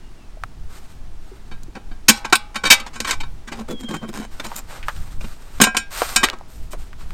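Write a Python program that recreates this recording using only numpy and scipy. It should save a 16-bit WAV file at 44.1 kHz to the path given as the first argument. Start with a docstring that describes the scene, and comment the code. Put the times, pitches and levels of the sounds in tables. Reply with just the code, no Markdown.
"""A sheet-metal letterbox door in a brick wall is lifted, clanks on its stop, chatters on its hinge and bangs shut.
Each blow is a buzz of re-contacts that shakes the sheet and pumps modes of panel, hinge and box.
Fingers scrape a postcard off the box floor and it slides out: stick-slip noise, fibre hiss and dry taps.
Filtered noise makes light wind on a close microphone that overloads on the clanks, and a quiet street;
gliding sines make a far bird."""
import sys
import numpy as np
from scipy import signal
from scipy.fft import rfft, irfft
from scipy.io import wavfile
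from scipy.ndimage import uniform_filter1d

SR = 44100
rng = np.random.default_rng(int(sys.argv[2]) if len(sys.argv) > 2 else 0)


def digitize_waveform(pressure):
    """Quantize a signal to 16-bit integers and store it at the path in sys.argv[1].

    Rows of a 2-D input are taken as channels; values are limited to [-1, 1].
    """
    field = np.atleast_2d(pressure).T
    bounded = np.clip(field, -1, 1)
    quanta = np.round(bounded * 32767).astype(np.int16)
    wavfile.write(sys.argv[1], SR, quanta)


N = 314781
TIME_S = np.arange(N) / SR
AGE_S = np.arange(20000) / SR  # time since the start of one event
COUNT = len(AGE_S)


def undb(db):
    """Decibels to gain."""
    return 10 ** (np.asarray(db) / 20)


def unit(x):
    """Scale to rms 1."""
    return x / np.sqrt(np.mean(x ** 2) + 1e-20)


def attack_unit(x):
    """Scale so that the loudest 10 ms have rms 1."""
    return x / np.sqrt(uniform_filter1d(x ** 2, size=441).max())


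def fade(t60_s):
    """Exponential decay, 60 dB down after t60_s."""
    return np.exp(-np.log(1000) * AGE_S / max(t60_s, 1e-3))


def colour(x, points, tilt_db_per_octave=0, size=8192):
    """Causal minimum-phase filter with a (Hz, dB) spectrum, tilted about 2 kHz."""
    hz, db = np.transpose(points)
    octave = np.log2(np.maximum(np.fft.rfftfreq(size, 1 / SR), 1))
    gain_db = np.interp(octave, np.log2(hz), db)
    gain_db = gain_db + tilt_db_per_octave * np.clip(octave - 11, -3, 3)
    # folding the cepstrum forward in time makes the filter causal
    cepstrum = irfft(np.log(undb(gain_db)))
    log_spectrum = rfft(2 * cepstrum[:size // 2], size) - cepstrum[0]
    response = irfft(np.exp(log_spectrum))
    return signal.oaconvolve(x, response)[:len(x)]


def grit(count, spread_db):
    """Dense tiny contacts of very unequal size."""
    size_db = spread_db * np.minimum(rng.exponential(size=count), 5)
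    return unit(rng.standard_normal(count) * undb(size_db))


def walk(steps_per_s):
    """Slow random wandering, rms 1: held random steps smoothed twice."""
    k = int(SR / steps_per_s)
    steps = np.repeat(rng.standard_normal(N // k + 1), k)
    smooth = uniform_filter1d(uniform_filter1d(steps, k), k)
    return unit(smooth[:N])


def ring(modes, tilt_db_per_octave=0, scatter_db=1.0):
    """Decaying modes; each point of contact weights them a little differently."""
    out, age = 0, AGE_S.astype(np.float32)
    draws = rng.standard_normal((len(modes), 2))
    for (hz, db, t60_s), (size, turn) in zip(modes, draws):
        gain = float(undb(db + scatter_db * size + tilt_db_per_octave * np.log2(hz / 2000)))
        decay = np.exp(np.maximum(age * float(-np.log(1000) / t60_s), -20))
        out = out + gain * decay * np.sin(2 * np.pi * (float(hz) * age + float(turn)))
    return attack_unit(out)


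def add(track, s, sound):
    """Mix a sound into the track at time s."""
    i = int(s * SR)
    track[i:i + len(sound)] += sound[:N - i]


# Spectrum of street hush. Each row: frequency in Hz, gain in dB.
STREET_SPECTRUM = [(71, -41), (120, -6), (246, -3.5), (473, -11), (546, -17.5), (630, -11), (2150, -20.5),
                   (5630, -25.5), (8840, -30), (13300, -40.5), (16000, -39)]
# Spectrum of wind on the microphone. Each row: frequency in Hz, gain in dB.
WIND_SPECTRUM = [(4, -8), (10, -2), (20, -12), (40, -16.5), (80, -26), (150, -33.5), (300, -53),
                 (800, -76.5)]
# Gusts. Each row: peak time in seconds, half width (to 1/e) in seconds, peak level in dB.
GUSTS_ON_MIC = [(.45, 0.056, -26.5), (.65, 0.082, -25.5), (1.06, 0.2, -32.5), (1.55, 0.17, -30),
                (1.91, .06, -28), (2.69, .035, -26), (3.27, 0.12, -22), (4.34, 0.024, -34.5),
                (4.841, 0.065, -25.5), (5.01, 0.062, -20), (5.21, 0.091, -21.5), (5.59, 0.031, -24.5),
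                (6.15, 0.17, -29.5), (6.639, 0.086, -25.5), (6.79, .05, -24.5), (7.09, 0.13, -25)]
BREEZE_DB, BREEZE_WANDER_DB, BREEZE_STEPS_PER_S = -34, 0.95, 6.4
STREET_DB, STREET_WANDER_DB, STREET_STEPS_PER_S = -50, 0.51, 3.4


def outdoors():
    """A wandering breeze and short gusts buffet the microphone over the hush of a quiet street."""
    breeze = undb(BREEZE_DB + BREEZE_WANDER_DB * walk(BREEZE_STEPS_PER_S))
    gusts = 0
    for s, width_s, db in GUSTS_ON_MIC:
        bump = np.exp(-np.minimum(((TIME_S - s) / width_s) ** 2, 20))
        gusts = gusts + undb(db) * bump
    wind = unit(colour(rng.standard_normal(N), WIND_SPECTRUM)) * np.hypot(breeze, gusts)
    hush = unit(colour(rng.standard_normal(N), STREET_SPECTRUM))
    hush_gain = undb(STREET_DB + STREET_WANDER_DB * walk(STREET_STEPS_PER_S))
    return wind + hush * hush_gain


# Distant bird. Each row: start in seconds, length in seconds, starting pitch in Hz,
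# pitch it sinks towards in Hz, level at the swell's peak before flutter in dB.
BIRD_WHISTLES = [(0.012, 0.1, 2870, 2800, -56), (.16, .18, 2900, 2370, -59),
                 (3.687, 0.49, 3500, 3134, -38.5)]
GLIDE_S, PEAK_SHARE = 0.11, 0.52  # pitch time constant; loudest point as share of length


def bird(waver_hz=14, flutter_db=3, rise_db=5, fall_db=22):
    """Each whistle sinks towards a steady pitch, swells and fades, and flutters on its way."""
    out = 0
    flutter = flutter_db * walk(50)
    waver = waver_hz * walk(150)
    for s, length_s, start_hz, end_hz, db in BIRD_WHISTLES:
        age = np.clip(TIME_S - s, 0, length_s)
        hz = end_hz + (start_hz - end_hz) * np.exp(-age / GLIDE_S)
        swell_db = np.interp(age / length_s, [0, PEAK_SHARE, 1], [-rise_db, 0, -fall_db])
        sounding = np.minimum(np.minimum(age, length_s - age) / .015, 1)  # 15 ms ramps
        tone = np.sin(2 * np.pi * np.cumsum(hz + waver) / SR)
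        out = out + sounding * undb(db + swell_db + flutter) * tone
    return out


# Door panel modes. Each row: frequency in Hz, gain in dB, t60 held open in seconds, t60 shut in seconds.
PANEL_MODES = [(740, -7, .06, .12), (835, -19, .65, .05), (975, -7, .09, .08), (1035, -5, .07, .12),
               (1086, -2, .15, .06), (1356, -3, .1, .12), (1425, -11, .1, .2), (1520, -1, .19, .08),
               (1604, 0, .12, .28), (1875, -9, .09, .12), (2228, -4, .1, .06), (2315, -7, .25, .22),
               (2447, -3, .14, .12), (2523, -4, .08, .22), (3030, -2, .1, .13), (3746, -4, .1, .15),
               (4037, -5, .12, .09), (4975, -6, .12, .1), (5540, -9, .2, .17), (6222, -6, .08, .04),
               (6407, -4, .08, .08), (6839, -1, .09, .09), (7276, -1, .1, .11), (7850, -6, .09, .08),
               (8620, -1, .06, .1), (8870, -4, .13, .1), (13010, -15, .1, .08)]
OPEN_PANEL = [(hz, db, open_s) for hz, db, open_s, _ in PANEL_MODES]
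# Spectrum of card friction. Each row: frequency in Hz, gain in dB.
CARD_SPECTRUM = [(150, -49), (250, -12), (547, -3), (1080, -2.5), (1760, -5.5), (3460, -12), (3840, -10.5),
                 (6140, -15.5), (8700, -13), (10400, -26), (13200, -18), (16000, -36)]
# Sliding card and brushing sleeve. Each row: start in seconds, length in seconds,
# level before swell and unevenness in dB, swell over the stroke in dB, tilt in dB per octave.
CARD_STROKES = [(0.684, 0.087, -46.5, -1, 1), (0.803, 0.11, -58, 5, 1), (1.18, 0.42, -58, -3, 0),
                (4.299, 0.3, -46, 2.5, .5), (4.667, .12, -39, -1.5, -0.5), (4.845, 0.28, -45.5, -3, 1.5),
                (5.195, 0.14, -43.5, -3.5, 1.5), (5.385, 0.22, -54.5, 7, 1), (5.899, 0.23, -32, 1, 2),
                (6.196, 0.099, -35, -3.5, -5), (6.47, 0.16, -46.5, -8, 4), (6.772, 0.044, -46, -0.5, 1.5),
                (6.972, 0.038, -42.5, 0, 0), (7.07, .07, -52, 0, 1)]
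STROKE_ATTACK_S, STROKE_RELEASE_S = 0.043, 0.042


def card(grain_db=2.5, panel_db=-10, uneven_db=2.16, crinkle_db=-11, crinkles_per_s=70, catch_db=5):
    """Paper fibres drag over the metal edge, hissing and faintly ringing the door; the card crinkles as it bends."""
    crinkle = unit((rng.random(N) < crinkles_per_s / SR) * rng.standard_normal(N))
    drag = grit(N, grain_db) + undb(crinkle_db) * crinkle
    # the edge catches and lets go, so the door is rung in fits
    catches = undb(catch_db * walk(70))
    damped_panel = ring(OPEN_PANEL, tilt_db_per_octave=-7) * fade(0.24)
    rung = unit(signal.oaconvolve(drag * catches, damped_panel)[:N])
    out = np.zeros(N)
    for s, length_s, db, swell_db, tilt in CARD_STROKES:
        # a stroke picks up speed, holds, and dies away when the hand stops
        pick_up = np.minimum(AGE_S / STROKE_ATTACK_S, 1)
        speed = pick_up * np.exp(-np.maximum(AGE_S - length_s, 0) / STROKE_RELEASE_S)
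        gain = speed * undb(db + swell_db * np.minimum(AGE_S / length_s, 1))
        during = (int(s * SR) + np.arange(COUNT)) % N
        hiss = unit(colour(drag[during], CARD_SPECTRUM, tilt))
        add(out, s, gain * (hiss + undb(panel_db) * rung[during]))
    return out * undb(uneven_db * walk(45))


# Hollow of the box. Each row: frequency in Hz, gain in dB, t60 in seconds.
BOX_MODES = [(160, -9, .09), (205, -5, .11), (224, 0, .14), (255, -7, .08), (290, -4, .08), (348, -6, .08),
             (430, -9, .07), (497, -10, .1), (580, -13, .07)]
# Fingers and card scraping in the box. Each row: start in seconds, length in seconds,
# box boom in dB, scratch in dB, tilt in dB per octave.
BOX_SCRAPES = [ (3.552, 0.071, -27.5, -37.5, -2), (3.679, 0.059, -25.5, -37, -0.5),
               (3.792, 0.03, -35, -42, 3), (3.828, 0.023, -27, -40.5, -2.5),
               (3.88, 0.049, -25.5, -32.5, -2), (3.931, 0.039, -25, -28, -2.5),
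               (4.015, 0.044, -27, -33.5, -7.5), (4.077, 0.03, -28, -41.5, 0),
               (4.126, 0.093, -26, -33, -0.5), (4.209, 0.047, -44, -36, -2), (4.435, 0.04, -36.5, -32.5, 1),
               (4.556, 0.041, -43, -30.5, 8), (6.706, 0.037, -48, -40.5, 4)]


def scrapes(slip_db=5, scratch_db=6.0, panel_db=-5, catch_db=4, catch_s=0.0031, box_tilt=-3):
    """Fingers stick and slip on the card; the box booms beneath it and the metal rings a little."""
    out = np.zeros(N)
    for s, length_s, box_db, db, tilt in BOX_SCRAPES:
        catches = unit(uniform_filter1d(rng.standard_normal(COUNT), int(catch_s * SR) + 1))
        arc = np.sqrt(np.abs(np.sin(np.pi * np.minimum(AGE_S / length_s, 1))))
        stroke = arc * undb(catch_db * catches)
        box = ring(BOX_MODES, box_tilt, scatter_db=0.4)
        boom = signal.fftconvolve(grit(COUNT, slip_db) * stroke, box)[:COUNT]
        slips = grit(COUNT, scratch_db) * stroke
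        damped_panel = ring(OPEN_PANEL, tilt) * fade(0.22)
        metal = signal.fftconvolve(slips, damped_panel)[:COUNT]
        scratch = attack_unit(colour(slips, CARD_SPECTRUM, tilt))
        scratch = scratch + undb(panel_db) * attack_unit(metal)
        add(out, s, undb(box_db) * attack_unit(boom) + undb(db) * scratch)
    return out


# Dry taps of fingers and card. Each row: start in seconds, peak level in dB,
# centre in Hz, half width in octaves, t60 of the push in seconds.
DRY_TAPS = [ (.371, -36.5, 616, 0.19, 0.035), (0.437, -11.5, 1080, 0.51, 0.018),
            (1.314, -35.5, 387, 0.1, 0.064), (1.634, -27.5, 5940, 0.59, .025),
            (1.682, -34, 303, 0.28, 0.037), (4.399, -20, 1010, 1.4, 0.054), (4.452, -25, 900, 0.41, 0.11),
            (4.517, -21, 920, 0.36, 0.08), (4.79, -43, 2240, .7, .03), (4.829, -23.5, 1930, 0.51, 0.11),
            (4.884, -8.5, 1180, 0.62, 0.067), (4.965, -28.5, 1800, 1, 0.055), (6.019, -3, 690, 0.61, 0.052),
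            (6.287, -9, 1860, 0.5, 0.019), (6.3, -7.5, 3270, 0.44, 0.0075), (6.337, -42, 3050, 1.2, .008),
            (6.388, -34, 5000, 0.67, .01), (6.411, -27.5, 706, 0.39, 0.012),
            (6.734, -21.5, 600, 0.73, 0.077), (6.931, -27.5, 1460, 0.61, 0.036),
            (7.107, -25, 1390, 0.87, 0.028)]


def taps(snap=12):
    """A sharp contact and a short dead rattle in one broad resonance."""
    out = np.zeros(N)
    octaves = np.arange(-10, 11) / 2
    for s, db, hz, half_width, t60_s in DRY_TAPS:
        push = rng.standard_normal(COUNT) * fade(t60_s)
        push[0] -= snap
        resonance_db = -10 * np.log10(1 + (octaves / half_width) ** 4) - np.abs(octaves)
        tap = colour(push, np.c_[hz * 2 ** octaves, resonance_db])
        add(out, s, undb(db) * tap / np.abs(tap).max())
    return out


def shimmer(t60_at_2khz_s, treble_loss=0.59, count=220):
    """The many weak, longer modes of the sheet; the high ones die sooner."""
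    hz = rng.uniform(450, 13000, (count, 1)).astype(np.float32)
    age = AGE_S.astype(np.float32)
    damping = (np.log(1000) / t60_at_2khz_s * (hz / 2000) ** treble_loss).astype(np.float32)
    modes = np.sin(2 * np.pi * hz * age) * np.exp(-damping * age)
    return attack_unit(modes.sum(axis=0) * (1 - fade(0.034)))  # builds up gradually


SHUT_PANEL = [(hz, db, shut_s) for hz, db, _, shut_s in PANEL_MODES]
# Hinge rod modes. Each row: frequency in Hz, gain in dB, t60 in seconds.
HINGE_MODES = [(2301, 0, .11), (3068, -2, .08), (3090, -4, .07), (3739, -2, .11), (4013, -9, .09),
               (4506, -3, .09)]
# Spectrum of the sheet's crowded short modes. Each row: frequency in Hz, gain in dB.
SHEET_SPECTRUM = [(100, -28), (250, -8), (600, -8.5), (1000, 0.5), (1500, -0.5), (1900, -1), (2500, 1),
                  (4000, -1), (5000, -2), (7000, -2), (8900, -2.5), (9800, -17), (13000, -9.5),
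                  (16000, -33)]
# Door blows. Each row: start in seconds, level in dB, chatter in seconds, then relative to that level
# box boom in dB, panel ring in dB and hinge ring in dB, last tilt in dB per octave.
DOOR_BLOWS = [ (1.512, -39.5, 0.011, 2.5, 2.5, 0, -7.5), (1.75, -35, 0.02, 1.5, -1, -3, -7.5),
              (1.765, -34.5, 0.0073, 1, -1.5, -29, -9), (1.912, -41, 0.0051, -11, -0.5, -6, -9.5),
              (2.083, 2, 0.014, -11, -10, -11, 1), (2.151, -36.5, 0.046, -14, -9, -23, -1.5),
              (2.245, -24.5, 0.0087, -7.5, 0.5, -12, -5.5), (2.297, -40, .004, -15, -8, -13, -4),
              (2.325, -7, 0.0064, -15, 0.5, -31, -4), (2.354, -11.5, 0.0011, -28, -27, -30, 1.5),
              (2.544, -38, 0.006, -33.5, 2.5, -9, -3), (2.555, -22.5, 0.0092, -6, -1.5, -0.5, -3),
              (2.635, -19.5, 0.0095, -24, 0, -13, -4), (2.65, -19, 0.024, -20, 6, 11, -3.5),
              (2.702, -1, 0.023, -22, -15, 6.5, 0), (2.799, -30.5, 0.0029, -10, -7, -0.5, -1.5),
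              (2.862, -31.5, 0.016, -12, -21, -41.5, -5), (2.932, -38.5, 0.031, 2, -2, -11, -3.5),
              (2.958, -43.5, 0.0037, 7, 12.5, -12, -2.5), (3.002, -20, 0.002, -10.5, -8, -40, 0),
              (3.046, -24.5, 0.009, -16, -3, -0.5, -4.5), (3.069, -21.5, 0.068, -21, 4, -2, -3),
              (3.097, -26, 0.016, -33, -12, 0, -2), (3.1088, -17, 0.0014, -39, -2, -2.5, -1),
              (3.125, -25, 0.016, -35, -5, -24, -3), (3.202, -29, 0.01, -24, -18.5, 1.5, -4),
              (3.233, -35, 0.0055, -17, -0.5, -5, -6.5), (3.473, -34.5, 0.017, 3.5, 1, -26, -4.5),
              (3.517, -28.5, 0.019, 5, -14, -10, -5), (4.397, -26, 0.0042, -16, -14, -21, -5),
              (5.208, -36, 0.0056, -3, -18, -27, -4), (5.242, -35, 0.0043, 5, -21, -26, -7),
              (5.601, -12, 0.0021, -3, -1, -29, -6), (5.613, -4, 0.0056, -0.5, -2.5, -29, 2),
              (5.635, -10, 0.0078, -10, 0.5, -25, -0.5), (5.668, -25, 0.0046, 4, 8.5, -22, -6),
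              (5.746, -27.5, 0.0028, -3, 5.5, -14, -7), (5.767, -14.5, 0.0028, -13.5, 0, -5, 1),
              (6.160, -10.5, 0.0038, -14.5, 1.5, -34, 1), (6.231, -14.5, 0.0053, -3, -1.5, -3, -3.5),
              (6.236, -9.5, 0.0082, -30, -17, -5, -2), (6.329, -29.5, 0.0099, -8, -21.5, -18, -8)]
LIFT_S, LET_GO_S = 2.0, 5.5  # panel is held open between these times


def door(sheet_t60_s=0.045, tail_t60_s=0.41, tail_db=-31, chatter_db=6.5, knock=5, choke_db=-9, choke_s=0.0055):
    """Each blow is a buzz of re-contacts as the door seats; these shake the sheet and pump up panel, hinge and box."""
    out = np.zeros(N)
    tail = undb(tail_db) * shimmer(tail_t60_s)
    for s, db, chatter_s, box_db, panel_db, hinge_db, tilt in DOOR_BLOWS:
        progress = AGE_S / max(chatter_s, 1e-3)
        buzz = np.exp(-progress ** 2)
        # one corner knocks first, then the whole edge seats
        force = grit(COUNT, chatter_db) * buzz * (1 - np.exp(-progress * 10))
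        force[0] += knock * np.sqrt(chatter_s * 20)
        sheet = rng.standard_normal(COUNT) * fade(sheet_t60_s) + tail
        shaken = signal.fftconvolve(force[:COUNT // 4], sheet)[:COUNT]
        clatter = attack_unit(colour(shaken, SHEET_SPECTRUM, tilt))
        # the hand damps other modes than the frame does
        panel = ring(OPEN_PANEL if LIFT_S < s < LET_GO_S else SHUT_PANEL, tilt)
        tones = undb(panel_db) * panel
        tones = tones + undb(hinge_db) * ring(HINGE_MODES)
        tones = tones + undb(box_db) * ring(BOX_MODES)
        # a firm new contact chokes whatever still rings; full choke from -21.5 dB up
        firmness = min(undb(db + 21.5), 1)
        i = int(s * SR)
        out[i:i + COUNT] *= undb(choke_db * firmness * np.minimum(AGE_S / choke_s, 1))
        # the modes gather energy for as long as the door chatters
        add(out, s, undb(db) * (clatter + np.sqrt(1 - buzz ** 2) * tones))
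    return out


def scene():
    """Everything at the letterbox, in mono."""
    return (door() + taps() + scrapes() + card() + bird() + outdoors())[None]


def record(dry, top_hz=16100):
    """The overloaded microphone clips at full scale, then a steep low-pass cuts the top."""
    clipped = np.clip(dry, -1, 1)
    low_pass = signal.ellip(8, .2, 70, top_hz, fs=SR, output="sos")
    return signal.sosfilt(low_pass, clipped)


dry = scene()
out = record(dry)
digitize_waveform(out)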